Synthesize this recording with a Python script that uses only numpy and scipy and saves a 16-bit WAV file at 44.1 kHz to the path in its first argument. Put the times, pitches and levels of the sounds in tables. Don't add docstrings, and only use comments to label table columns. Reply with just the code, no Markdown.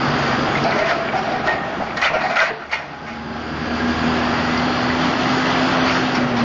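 import sys
import numpy as np
from scipy import signal
from scipy.fft import dct
from scipy.io import wavfile
from scipy.ndimage import uniform_filter1d, minimum_filter1d

SR = 44100
rng = np.random.default_rng(int(sys.argv[2]) if len(sys.argv) > 2 else 0)


def boost(x):
    u = np.asarray(x, float) / 20
    return 10 ** u


def persist_wave(psi):
    counts = np.round(np.clip(psi, -1, 1) * 32767).astype(np.int16)
    wavfile.write(sys.argv[1], SR, np.atleast_2d(counts).T)


N = 283992
T = np.arange(N) / SR

# (time [s], firing rate [Hz])
FIRING_RATE = [(0, 72), (.6, 71), (.75, 70), (1.1, 73.5), (1.6, 74), (2.5, 72), (2.9, 75), (3.25, 77),
               (3.6, 79.5), (3.9, 80.8), (4.3, 81), (4.75, 82.2), (5.1, 84.7), (5.5, 85.8), (6.03, 85.5),
               (6.2, 83), (6.38, 79.3), (6.44, 78)]
# (time [s], level [dB])
ROAR_LEVEL = [(0, -19.5), (.6, -20.5), (.72, -21), (1.0, -25), (1.9, -27.5), (2.06, -32), (2.3, -29),
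              (2.47, -37.5), (2.9, -36), (3.3, -31.5), (3.8, -24), (4.1, -21.5), (4.7, -21), (5.3, -20),
              (5.8, -19), (6.44, -24.5)]
# (multiple of firing rate [-], level against the drone [dB])
DRONE_ORDERS = [(1.5, -16), (3.5, -20.5), (6, -25.5), (9, -25)]
# (multiple of firing rate [-], level against the throb [dB])
SHUDDER_ORDERS = [(4, -2.5), (5, -5.5)]
# (time [s], frequency [Hz], level [dB])
DRONE_SURGE = [(3.0, 231.1, -35.5), (3.1, 227.3, -30.5), (3.46, 232.7, -35.5), (3.54, 261.1, -37),
               (3.58, 239.1, -40), (3.63, 238.0, -27), (3.66, 233.0, -39.5), (3.74, 240.5, -23.5),
               (3.79, 248.9, -32), (3.84, 242.6, -23), (3.92, 243.6, -26), (3.95, 248.5, -37),
               (4.03, 240.5, -20), (4.19, 240.5, -25.5), (5.35, 254.9, -20.5), (5.99, 254.2, -25),
               (6.29, 245.8, -25), (6.44, 231.4, -20.5)]
# (idle [dB], rolling [dB], load [dB], shudder [dB],
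# speed [dB per Hz], sag [dB per Hz]); third order, firing rate, second order, then three noise regions
DRONE_EFFORT = (-15, -5, 12.5, -0.5, -0.1031, 0.68)
THROB_EFFORT = (-22.5, -2.5, -1, 14.5, 0.5, -1.5)
SECOND_EFFORT = (-23.5, 14.5, 5.5, 8.5, 0.14, -2.5)
THUD_EFFORT = (-23.5, 7, -3.5, 13, 0.58, 1.5)
EXHAUST_EFFORT = (-3, -0.5, -3.5, 4, 0.16, 1)
FAN_EFFORT = (-12.5, 4, -2.5, 3.5, 0.678, -0.02)
# (frequency [Hz], density [dB per Hz])
THUD_SPECTRUM = [(14, -15), (25, -16), (50, -7.5), (70, -7), (100, -1.5), (130, -5)]
# (frequency [Hz], density [dB per Hz])
EXHAUST_SPECTRUM = [(65, -46), (110, -10), (135, 2), (194, -2), (237, 3.5), (275, 0), (600, -7.5),
                    (780, -14.5), (1320, -120)]
# (frequency [Hz], density [dB per Hz])
BLOCK_SPECTRUM = [(210, -26.5), (350, 0.5), (454, -10.5), (746, 1), (927, -4), (1240, -1.5), (1700, -6.5),
                  (1900, -10), (2350, -10.5), (2800, -19.5), (3640, -24), (6160, -120)]
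# (frequency [Hz], density [dB per Hz])
FAN_SPECTRUM = [(1060, -24.5), (1800, 5.5), (2000, -7.5), (2350, -14), (3020, 5.5), (3610, -12),
                (4660, -5.5), (5240, -13.5), (6800, -19), (8840, -55.5), (15000, -120)]

# (frequency [Hz], level [dB], decay time t60 [s])
FRAME_MODES = [(409, -12, .08), (548, -13, .08), (612, -3, .11), (640, -4, .1), (668, 0, .17),
               (705, -3, .11), (742, -2, .12), (797, -3, .17), (850, -8, .08), (1270, -10, .08)]
# (frequency [Hz], level [dB], decay time t60 [s])
TINE_MODES = [(964, -9, .07), (1290, -3, .1), (1380, -3, .07), (1445, -2, .08), (1510, -3, .07),
              (1700, -6, .05), (1857, -2, .14), (2025, -3, .07), (2196, -3, .08), (2320, -5, .05),
              (2470, -5, .07), (2820, -9, .05), (3009, -8, .07), (3402, -11, .05), (3558, -11, .05),
              (4328, -15, .04), (4780, -15, .04), (5340, -20, .03)]
# (frequency [Hz], density [dB])
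CRASH_SPECTRUM = [(300, -26), (530, -7.5), (640, 7), (1500, 3), (2300, 4), (3000, -3), (3700, -3.5),
                  (4800, 1.5), (5800, -12), (6500, -19.5), (7500, -38.5), (9000, -48)]
# (time [s], length [s], level [dB], colour [Hz])
FRAME_JOLTS = [(0.182, .03, -23.5, 697), (0.642, 0.07, -20.5, 694), (0.753, 0.019, -18.5, 646),
               (0.779, 0.076, -26.5, 623), (0.884, 0.051, -19.5, 706), (0.977, 0.062, -31, 694),
               (1.121, 0.03, -23, 716), (1.152, 0.04, -22, 767), (1.224, 0.078, -25, 726),
               (1.277, 0.04, -29.5, 720), (1.315, 0.054, -26, 770), (1.385, 0.037, -27, 734),
               (1.436, 0.063, -23, 830), (1.498, 0.034, -26.5, 700), (1.572, 0.05, -34.5, 790),
               (1.791, 0.13, -32.5, 855), (2.129, 0.04, -18.5, 730), (2.232, 0.065, -23, 770),
               (2.294, 0.031, -19.5, 744), (2.467, 0.032, -29.5, 720), (2.775, 0.09, -35.5, 676),
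               (5.891, 0.034, -29, 740)]
# (time [s], length [s], level [dB], colour [Hz])
TINE_CLANKS = [(0.566, 0.01, -25.5, 2040), (0.709, 0.032, -31, 2180), (0.778, 0.065, -29.5, 2200),
               (0.9, 0.034, -34, 1390), (1.075, 0.007, -32.5, 2390), (1.455, 0.03, -32, 1030),
               (0.218, 0.12, -29, 2150), (1.961, 0.052, -27, 1870), (2.015, 0.015, -20.5, 1920),
               (2.049, 0.018, -23, 1720), (2.067, 0.011, -26.5, 2280), (2.206, 0.021, -26, 1770),
               (2.355, 0.036, -20.5, 1550), (2.381, 0.042, -25, 1750), (2.41, 0.041, -24, 1920),
               (2.453, 0.011, -30.5, 2100), (2.596, 0.041, -36.5, 1420), (2.71, 0.017, -30, 1980),
               (2.72, 0.012, -31.5, 2300), (2.031, .03, -24, 2590), (1.49, 0.04, -35.5, 2100),
               (2.721, 0.055, -30, 2280), (2.786, 0.15, -47.5, 2280), (3.06, .1, -37.5, 2300),
               (5.948, 0.046, -29.5, 1740)]
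# (time [s], length [s], level [dB])
DRY_SCUFFS = [
    (0.634, 0.018, -37),
    (0.855, 0.035, -24),
    (4.599, 0.026, -43),
    (5.849, 0.095, -27),
    (6.147, 0.016, -22.5),
    (6.361, 0.05, -24.5),
]
# (time [s], frequency [Hz], peak level [dB],
# decay time t60 [s])
RINGING_PARTS = [(.553, 2040, -11.5, 0.028), (.637, 5040, -23, 0.017), (.642, 800, -15.5, 0.1),
                 (.79, 2110, -23, .06), (.8, 410, -18.5, 0.058), (1.088, 2300, -21, .05),
                 (1.19, 383, -26, 0.17), (1.35, 402, -24, .2), (1.46, 397, -17, 0.057),
                 (1.478, 1860, -16, .15), (1.51, 1840, -23.5, 0.16), (1.575, 1910, -30.5, 0.46),
                 (1.29, 590, -23, 0.08), (1.971, 4930, -24, 0.016), (2.022, 2000, -7, 0.036),
                 (2.03, 1430, -24, 0.084), (2.04, 3030, -17.5, 0.086), (2.058, 2334, -11, 0.13),
                 (2.06, 1920, -11, 0.15), (2.245, 777, -13, 0.18), (2.358, 1405, -11.5, .1),
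                 (2.41, 1542, -9, 0.12), (2.48, 1890, -25, 0.53), (2.603, 1390, -23.5, 0.053),
                 (2.73, 2160, -12, 0.06), (2.732, 2410, -15.5, 0.064), (4.575, 4870, -19, .06),
                 (5.92, 2400, -18, .08), (5.95, 1570, -11.5, 0.067), (6.2, 568, -20, 0.33),
                 (.9, 740, -24, 0.11), (.715, 2330, -21, .05), (.715, 1970, -19, 0.06),
                 (.775, 608, -15.5, 0.13), (.905, 1426, -17, 0.05), (.905, 690, -25, 0.18),
                 (1.14, 940, -24, 0.15), (1.15, 2300, -25, 0.13), (2.137, 1380, -18, 0.076),
                 (2.261, 1890, -16.5, 0.12), (2.044, 1450, -20, 0.11), (2.048, 3580, -18.5, .06),
                 (2.15, 646, -15, 0.05), (2.392, 2000, -8, 0.05), (2.42, 630, -19, 0.058),
                 (2.445, 1920, -16.5, 0.071), (2.694, 2160, -29, 0.055), (2.733, 1970, -21, 0.074),
                 (2.752, 2120, -14, .07), (2.74, 4400, -24.5, 0.1),
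                 (2.4, 620, -24, 0.072), (1.8, 650, -15, 0.029), (1.6, 1200, -26, .07),
                 (2.5, 1900, -16.5, .06), (2.1, 645, -17, .06), (2.9, 1400, -36, .05),
                 (2.74, 950, -29, 0.06), (2.5, 440, -21.5, 0.28), (4.9, 1995, -13.5, 0.12),
                 (6.15, 5500, -24, .05), (6.3, 520, -31, 0.27), (2.5, 715, -25, .09),
                 (2.726, 880, -19, 0.099), (0.84, 2400, -21, 0.044), (1.5, 880, -25, .15)]
# (time [s], peak level [dB])
HARD_KNOCKS = [(.913, -2), (1.167, -16), (1.477, -14), (1.48, -5.5), (1.4744, -3.5), (1.494, -5.5),
               (2.0165, -9), (2.05, -9), (2.373, -16), (5.897, -3), (5.909, -7)]
# (time [s], peak level [dB], colour [Hz])
TOUCH_TICKS = [(0.64, -17.5, 4930), (0.708, -20, 4800), (.868, -25, 3040), (1.087, -21, 3100),
               (1.906, -21.5, 2500), (1.971, -21.5, 4840), (1.976, -17, 2000), (2.0148, -20, 4800),
               (2.017, -22, 3700), (2.214, -23, 2000), (2.216, -23, 1200), (2.357, -21.5, 4800),
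               (2.368, -11.5, 3300), (2.402, -13.5, 4100), (2.715, -28, 4650), (2.727, -25.5, 3330),
               (2.016, -15, 2430)]
# (time [s], length [s], frequency [Hz], level [dB])
CROSS_BAR = [
    (.643, 0.056, 668, -18.5),
    (.765, .05, 620, -20.5),
    (.815, 0.06, 655, -26),
    (.895, .06, 689, -24),
    (.96, 0.091, 668, -25),
    (1.27, 0.043, 687, -26.5),
    (1.48, 0.064, 661, -27),
    (1.63, .1, 662, -32),
    (2.14, .03, 660, -26.5),
    (2.39, .07, 650.5, -24.5),
]
# (time [s], length [s], frequency [Hz], level [dB])
SHORTER_BAR = [
    (1.13, 0.071, 764, -24),
    (1.3, 0.058, 749, -23),
    (1.43, .055, 800, -25),
    (1.56, 0.11, 790, -31),
    (1.79, .1, 800, -28.5),
    (2.235, 0.057, 777, -21.5),
    (2.3, .035, 720, -31),
]
# (time [s], frequency [Hz], level [dB])
TINE_SQUEAL = [
    (1.465, 1862, -60),
    (1.485, 1862, -25),
    (1.525, 1858, -25),
    (1.56, 1855, -33),
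    (1.62, 1852, -30),
    (1.7, 1850, -39),
    (1.85, 1850, -55),
]
# (time [s], peak level [dB])
CHASSIS_BUMPS = [
    (1.361, -36.5),
    (1.499, -37),
    (1.78, -33.5),
    (2.61, -43),
]

# (time [s], frequency [Hz], level [dB])
CLIMBING_BAND = [
    (2.9, 1500, -46),
    (3.3, 1600, -42),
    (3.6, 1620, -38),
    (3.9, 1646, -31),
    (4.2, 1700, -36),
    (4.7, 2002, -42),
    (5.2, 2000, -36.5),
    (5.5, 1990, -33),
    (5.9, 1992, -42),
    (6.44, 1900, -42),
]
# (time [s], frequency [Hz], level [dB])
TURBO_HISS = [
    (0, 4723, -35),
    (.7, 4740, -47),
    (2.6, 4694, -72.5),
    (3.3, 4703, -51),
    (3.8, 4680, -44),
    (4.3, 4696, -47),
    (4.6, 4490, -35.5),
    (5.3, 4320, -43),
    (6.0, 4430, -40.5),
    (6.44, 4370, -59),
]
# (time [s], frequency [Hz], level [dB])
DRIVELINE_HUM = [
    (0, 245.8, -28),
    (.3, 239, -29),
    (.58, 236, -34),
    (.68, 238, -63.5),
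]
# (time [s], frequency [Hz], level [dB])
GEAR_HUM = [
    (2.8, 830, -58),
    (2.92, 828, -39),
    (3.36, 836, -38),
    (3.55, 840, -58),
]
# (time [s], frequency [Hz], level [dB])
PUMP_WHINE = [
    (4.3, 1860, -70),
    (4.42, 1930, -34),
    (4.5, 1990, -30),
    (4.62, 2080, -33),
    (4.75, 2150, -70),
]

# (frequency [Hz], rounding step against local level [dB], shelf level [dB])
TREBLE_STEPS = [(2500, -12, 0), (3700, -5, 0), (4800, -1.5, 0.5), (5200, 5.5, 0), (5970, 6.5, 1.5),
                (6530, 9.5, 1), (6700, 8.5, 3), (7096, 8, -4.5), (7440, 15.5, -22.5), (7350, 12, -13.5),
                (7800, 12, -11), (8700, 12.5, -17.5)]
# (start time [s], end time [s])
DULL_SPELLS = [
    (0, .2),
    (.29, .33),
    (1.45, 1.55),
    (2.2, 2.25),
    (4.08, 4.11),
    (5.86, 5.96),
    (6.38, 6.44),
]


def rms_one(x):
    return x / np.sqrt(np.mean(x ** 2) + 1e-20)


def in_time(rows):
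    s, *columns = np.transpose(rows)
    return [np.interp(T, s, c) for c in columns]


def ramp(start_s, rise_s):
    return np.clip((T - start_s) / rise_s, 0, 1)


def drift(rate):
    every = 40
    r = np.exp(-2 * np.pi * every * rate / SR)
    noise = rng.standard_normal(N // every + 2002)
    slow = signal.lfilter([1], [1, -2 * r, r * r], noise)[2000:]
    return np.interp(np.arange(N) / every, np.arange(len(slow)), rms_one(slow))


def ring(x, hz, t60):
    r = boost(-60 / (t60 * SR))
    w = 2 * np.pi * hz / SR
    return signal.lfilter([0, np.sin(w)], [1, -2 * r * np.cos(w), r * r], x + 1e-18)


def bandpass(x, low_hz, high_hz):
    return signal.sosfilt(signal.butter(2, [low_hz, high_hz], "band", fs=SR, output="sos"), x)


def coloured(sources, spectrum, patchy_db):
    hz, db = np.transpose(spectrum)
    edges = hz[0] * 2 ** np.arange(0, np.log2(hz[-1] / hz[0]), 1 / 4)
    out = 0
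    together = drift(9.5)
    for k, (low, high) in enumerate(zip(edges, edges[1:])):
        band = bandpass(sources[k % 2], low, high)
        level_db = np.interp(np.log(low * high) / 2, np.log(hz), db)
        flicker_db = patchy_db * (.6 * together + drift(9))
        out = out + boost(level_db + flicker_db) * band
    return rms_one(out)


def effort():
    idle_hz = 73
    speed = in_time(FIRING_RATE)[0]
    rolling = 1 - ramp(0.63, .1)
    load = ramp(2.67, 0.61)
    shudder = load * (1 - ramp(2.68, 2.6))
    sag = np.maximum.accumulate(speed) - speed
    controls = np.array([np.ones(N), rolling, load, shudder, speed - idle_hz, sag])
    roar_db = in_time(ROAR_LEVEL)[0]
    layers = np.array([DRONE_EFFORT, THROB_EFFORT, SECOND_EFFORT, THUD_EFFORT, EXHAUST_EFFORT, FAN_EFFORT])
    drone, throb, second, thud, exhaust, fan = roar_db + layers @ controls
    return (drone, throb, second), (thud, exhaust, roar_db, fan)


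def engine():
    (drone_db, throb_db, second_db), roar_db = effort()
    turn = np.cumsum(in_time(FIRING_RATE)[0] * (1 + .002 * drift(6))) / SR
    throb_db = throb_db - 7.5 * ramp(5, 0.19)
    out = boost(throb_db + 1.0 * drift(3.4)) * np.sin(2 * np.pi * turn)
    out += boost(second_db + 3 * drift(6)) * np.sin(4 * np.pi * turn + drift(3))

    surge_db = in_time(DRONE_SURGE)[1]
    surge_db = 1.1 * (surge_db - uniform_filter1d(surge_db, size=int(0.85 * SR)))
    out += boost(drone_db + surge_db + .8 * drift(8)) * np.sin(6 * np.pi * turn)
    for multiple, level_db in DRONE_ORDERS:
        phase = 2 * np.pi * multiple * turn + drift(1.6)
        out += boost(drone_db + level_db + 4.6 * drift(3.1)) * np.sin(phase)
    for multiple, level_db in SHUDDER_ORDERS:
        phase = 2 * np.pi * multiple * turn + .5 * drift(2.5)
        out += boost(throb_db + level_db + 2.0 * drift(2.7)) * np.sin(phase)
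    out *= np.sqrt(2)

    uneven = boost(2.5 * rng.standard_normal(700))[turn.astype(int)]
    puff = uneven * np.exp(-3 * (turn % 1))
    spectra = (THUD_SPECTRUM, EXHAUST_SPECTRUM, BLOCK_SPECTRUM, FAN_SPECTRUM)
    depths, patches_db = (.1, .15, 0.12, 0.46), (.8, 1.5, 0.78, 1)
    for spectrum, level_db, depth, patchy_db in zip(spectra, roar_db, depths, patches_db):
        gas = rng.standard_normal((2, N)) * (1 + depth * puff)
        out += boost(level_db - 1.0) * coloured(gas, spectrum, patchy_db)
    return out


def shakes():
    jolts = [(s, n, .013, db - 2.5, hz, db - 9.5, 1550, db - 9) for s, n, db, hz in FRAME_JOLTS]
    clanks = [(s, n, .007, db - 10.5, 700, db, hz, db - 2) for s, n, db, hz in TINE_CLANKS]
    scuffs = [(s, n, .007, db - 12, 700, db - 12, 2200, db) for s, n, db in DRY_SCUFFS]
    return jolts + clanks + scuffs


def rake():
    frame_focus_db, tine_focus_db = 160, 14
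    out, crash, clatter = np.zeros(N), np.zeros(N), np.zeros(N)
    tail = round(.33 * SR)
    t = np.arange(tail) / SR
    rows = shakes()
    chance = rng.standard_normal((len(rows), 40))
    hits = rng.random(N + tail) < 2500 / SR
    force = boost(2.4 * np.minimum(rng.exponential(1, N + tail), 3))
    contacts = hits * force * rng.choice([-1, 1], N + tail)
    for (s, length, attack, frame_db, frame_hz, tines_db, tines_hz, crash_db), luck in zip(rows, chance):
        i = round(s * SR)
        after = np.maximum(t - length, 0)
        envelope = (1 - np.exp(-t / attack)) * np.exp(-t / length - after / 0.0081)
        blows = envelope * contacts[i:i + tail]
        frame, tines = 0, 0
        for (hz, db, t60), z in zip(FRAME_MODES, luck):
            mode_db = db - frame_focus_db * np.log2(hz / frame_hz) ** 2 + 1.5 * z
            frame = frame + boost(mode_db) * ring(blows, hz, t60)
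        for (hz, db, t60), z in zip(TINE_MODES, luck[12:]):
            mode_db = db - tine_focus_db * np.log2(hz / tines_hz) ** 2 + 2.5 * z
            tines = tines + boost(mode_db) * ring(blows, hz, 1.6 * t60)
        busy = round((length + .015) * SR)
        for part, db in ((frame, frame_db), (tines, tines_db)):
            out[i:i + tail] += (boost(db) * part / np.std(part[:busy]))[:N - i]
        rise = boost(crash_db) * (1 - np.exp(-t / 0.006))
        crash[i:i + tail] += (rise * np.exp(-t / (2 * length) - after / 0.044))[:N - i]
        clatter[i:i + tail] += (rise * 0.36 * np.exp(-t / 0.13))[:N - i]
    grit = coloured(rng.standard_normal((2, N)) + 0.14 * contacts[:N], CRASH_SPECTRUM, patchy_db=2.5)
    dull_grit = signal.sosfilt(signal.butter(2, 2880, fs=SR, output="sos"), grit)
    return out + crash * grit + clatter * dull_grit


def tings():
    rub_cycles = 22
    out, tail = np.zeros(N), round(.5 * SR)
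    t = np.arange(tail) / SR
    rows = RINGING_PARTS
    for (s, hz, peak_db, t60), rub in zip(rows, rng.standard_normal((len(rows), tail))):
        rub = rub * np.exp(-(t * hz / rub_cycles) ** 2)
        tone = ring(rub, hz, t60)
        tone += .45 * ring(rub, 1.017 * hz, .7 * t60)
        tone += .4 * ring(rub, .95 * hz, .4 * t60)
        i = round(s * SR)
        out[i:i + tail] += (boost(peak_db) * tone / np.abs(tone).max())[:N - i]
    return out


def knocks():
    s, peak_db = np.transpose(HARD_KNOCKS)
    clicks = np.zeros(N)
    clicks[(s * SR).astype(int)] = boost(peak_db) * rng.choice([-1, 1], len(s))
    return ring(clicks, 1100, .0035) + .5 * ring(clicks, 2900, .002)


def ticks():
    out, t = np.zeros(N), np.arange(round(.03 * SR)) / SR
    for (s, peak_db, hz), puff in zip(TOUCH_TICKS, rng.standard_normal((len(TOUCH_TICKS), len(t)))):
        tick = bandpass(puff * np.exp(-t / 0.0032), hz / 1.3, hz * 1.03)
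        out[round(s * SR):][:len(t)] += boost(peak_db) * tick / np.abs(tick).max()
    return out


def bar(rows):
    attack_s, release_s, width_hz, steady = .008, 0.019, 35, 2
    flutter = (steady + drift(width_hz) + 1j * drift(width_hz)) / np.sqrt(1 + steady ** 2 / 2)
    tones = 0
    for s, length, hz, db in rows:
        fade = -np.maximum(T - s - length, 0) / release_s
        tones = tones + boost(db - 0.5) * ramp(s, attack_s) * np.exp(fade + 2j * np.pi * hz * T)
    return (flutter * tones).imag


def breathy(rows, width_hz, steady=0):
    hz, level_db = in_time(rows)
    turn = 2 * np.pi * np.cumsum(hz) / SR
    wave = (steady + drift(width_hz)) * np.sin(turn) + drift(width_hz) * np.cos(turn)
    return boost(level_db) * wave / np.sqrt(1 + steady ** 2 / 2)


def sway():
    taps = (rng.random(N) < 900 / SR) * rng.standard_normal((len(FRAME_MODES), N))
    hum = sum(boost(db) * ring(x, hz, 0.85 * t60) for (hz, db, t60), x in zip(FRAME_MODES, taps))
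    hanging = ramp(0.62, .03) * (1 - ramp(2.48, 0.45))
    return boost(-36.5 + 0.9 * drift(5)) * hanging * rms_one(hum)


def bumps():
    hz, t60 = 76, 0.3
    out, t = np.zeros(N), np.arange(round(.3 * SR)) / SR
    for (s, peak_db), puff in zip(CHASSIS_BUMPS, rng.standard_normal((len(CHASSIS_BUMPS), len(t)))):
        thump = ring(ring(puff * np.exp(-t / 0.17), hz, t60), 3.1 * hz, 0.042)
        out[round(s * SR):][:len(t)] += boost(peak_db) * thump / np.abs(thump).max()
    return out


def whine(rows):
    hz, level_db = in_time(rows)
    turn = np.cumsum(hz * (1 + 0.0016 * drift(41))) / SR
    return boost(level_db + 1.6 * drift(5.6)) * np.sin(2 * np.pi * turn)


def gain_control(steel):
    duck_from_db, duck_share, duck_s = -21, 1.35, .05
    power = np.abs(uniform_filter1d(steel ** 2, size=int(duck_s * SR)))
    steel_db = 10 * np.log10(power + 1e-12)
    return boost(-duck_share * np.maximum(steel_db - duck_from_db, 0))


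def scene():
    struck = rake() + sway() + knocks()
    steel = signal.sosfilt(signal.butter(4, 540, "high", fs=SR, output="sos"), struck)
    steel += tings() + ticks() + bar(CROSS_BAR)
    steel += breathy(TINE_SQUEAL, width_hz=45, steady=1.5)
    mix = gain_control(steel) * engine() + steel + bar(SHORTER_BAR) + bumps()
    mix += breathy(CLIMBING_BAND, width_hz=53) + breathy(TURBO_HISS, width_hz=310)
    mix += whine(DRIVELINE_HUM) + whine(GEAR_HUM) + whine(PUMP_WHINE)
    return mix[None]


def thin_treble(x):
    hop, band_lines = 2816, 16
    count, half = N // hop + 2, hop // 2
    window = np.sin(np.pi * (np.arange(2 * hop) + .5) / (2 * hop))
    padded = np.pad(x, (hop, count * hop - N))
    index = np.arange(count)[:, None] * hop + np.arange(2 * hop)
    a, b, c, d = np.split(padded[index] * window, 4, axis=1)
    lines = dct(np.hstack([-c[:, ::-1] - d, a - b[:, ::-1]]), type=4, norm="ortho")
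    hz = (np.arange(hop) + .5) * SR / (2 * hop)
    s = np.arange(count) * hop / SR

    at_hz, step_db, shelf_db = np.transpose(TREBLE_STEPS)
    level = np.sqrt(np.abs(uniform_filter1d(lines ** 2, size=49, axis=1)))
    level = minimum_filter1d(level, size=3, axis=0)
    luck = rng.standard_normal((count, hop // band_lines))
    luck = uniform_filter1d(luck, size=2, axis=0) * np.sqrt(2)
    scatter_db = 4 * np.repeat(luck, band_lines, axis=1)
    step = 1e-9 + level * boost(np.interp(hz, at_hz, step_db, left=-40) + scatter_db)
    lines = np.sign(lines) * np.floor(np.abs(lines) / step + .4) * step
    lines = lines * boost(np.interp(hz, at_hz, shelf_db))
    lost = sum((s > start - .02) & (s < end + .02) for start, end in DULL_SPELLS) > 0
    lines[np.ix_(lost, hz > 7350)] = 0

    u, v = np.split(dct(lines, type=4, norm="ortho"), [half], axis=1)
    frames = np.hstack([v, -v[:, ::-1], -u[:, ::-1], -u]) * window
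    return (frames[:-1, hop:] + frames[1:, :hop]).ravel()[:N]


def roll_off(x):
    return signal.sosfilt(signal.butter(12, 8320, fs=SR, output="sos"), x)


def record(dry):
    rounded = .85 * np.tanh(dry / .85)
    mix = thin_treble(rounded[0])[None]
    return roll_off(mix)


dry = scene()
out = record(dry)
persist_wave(out)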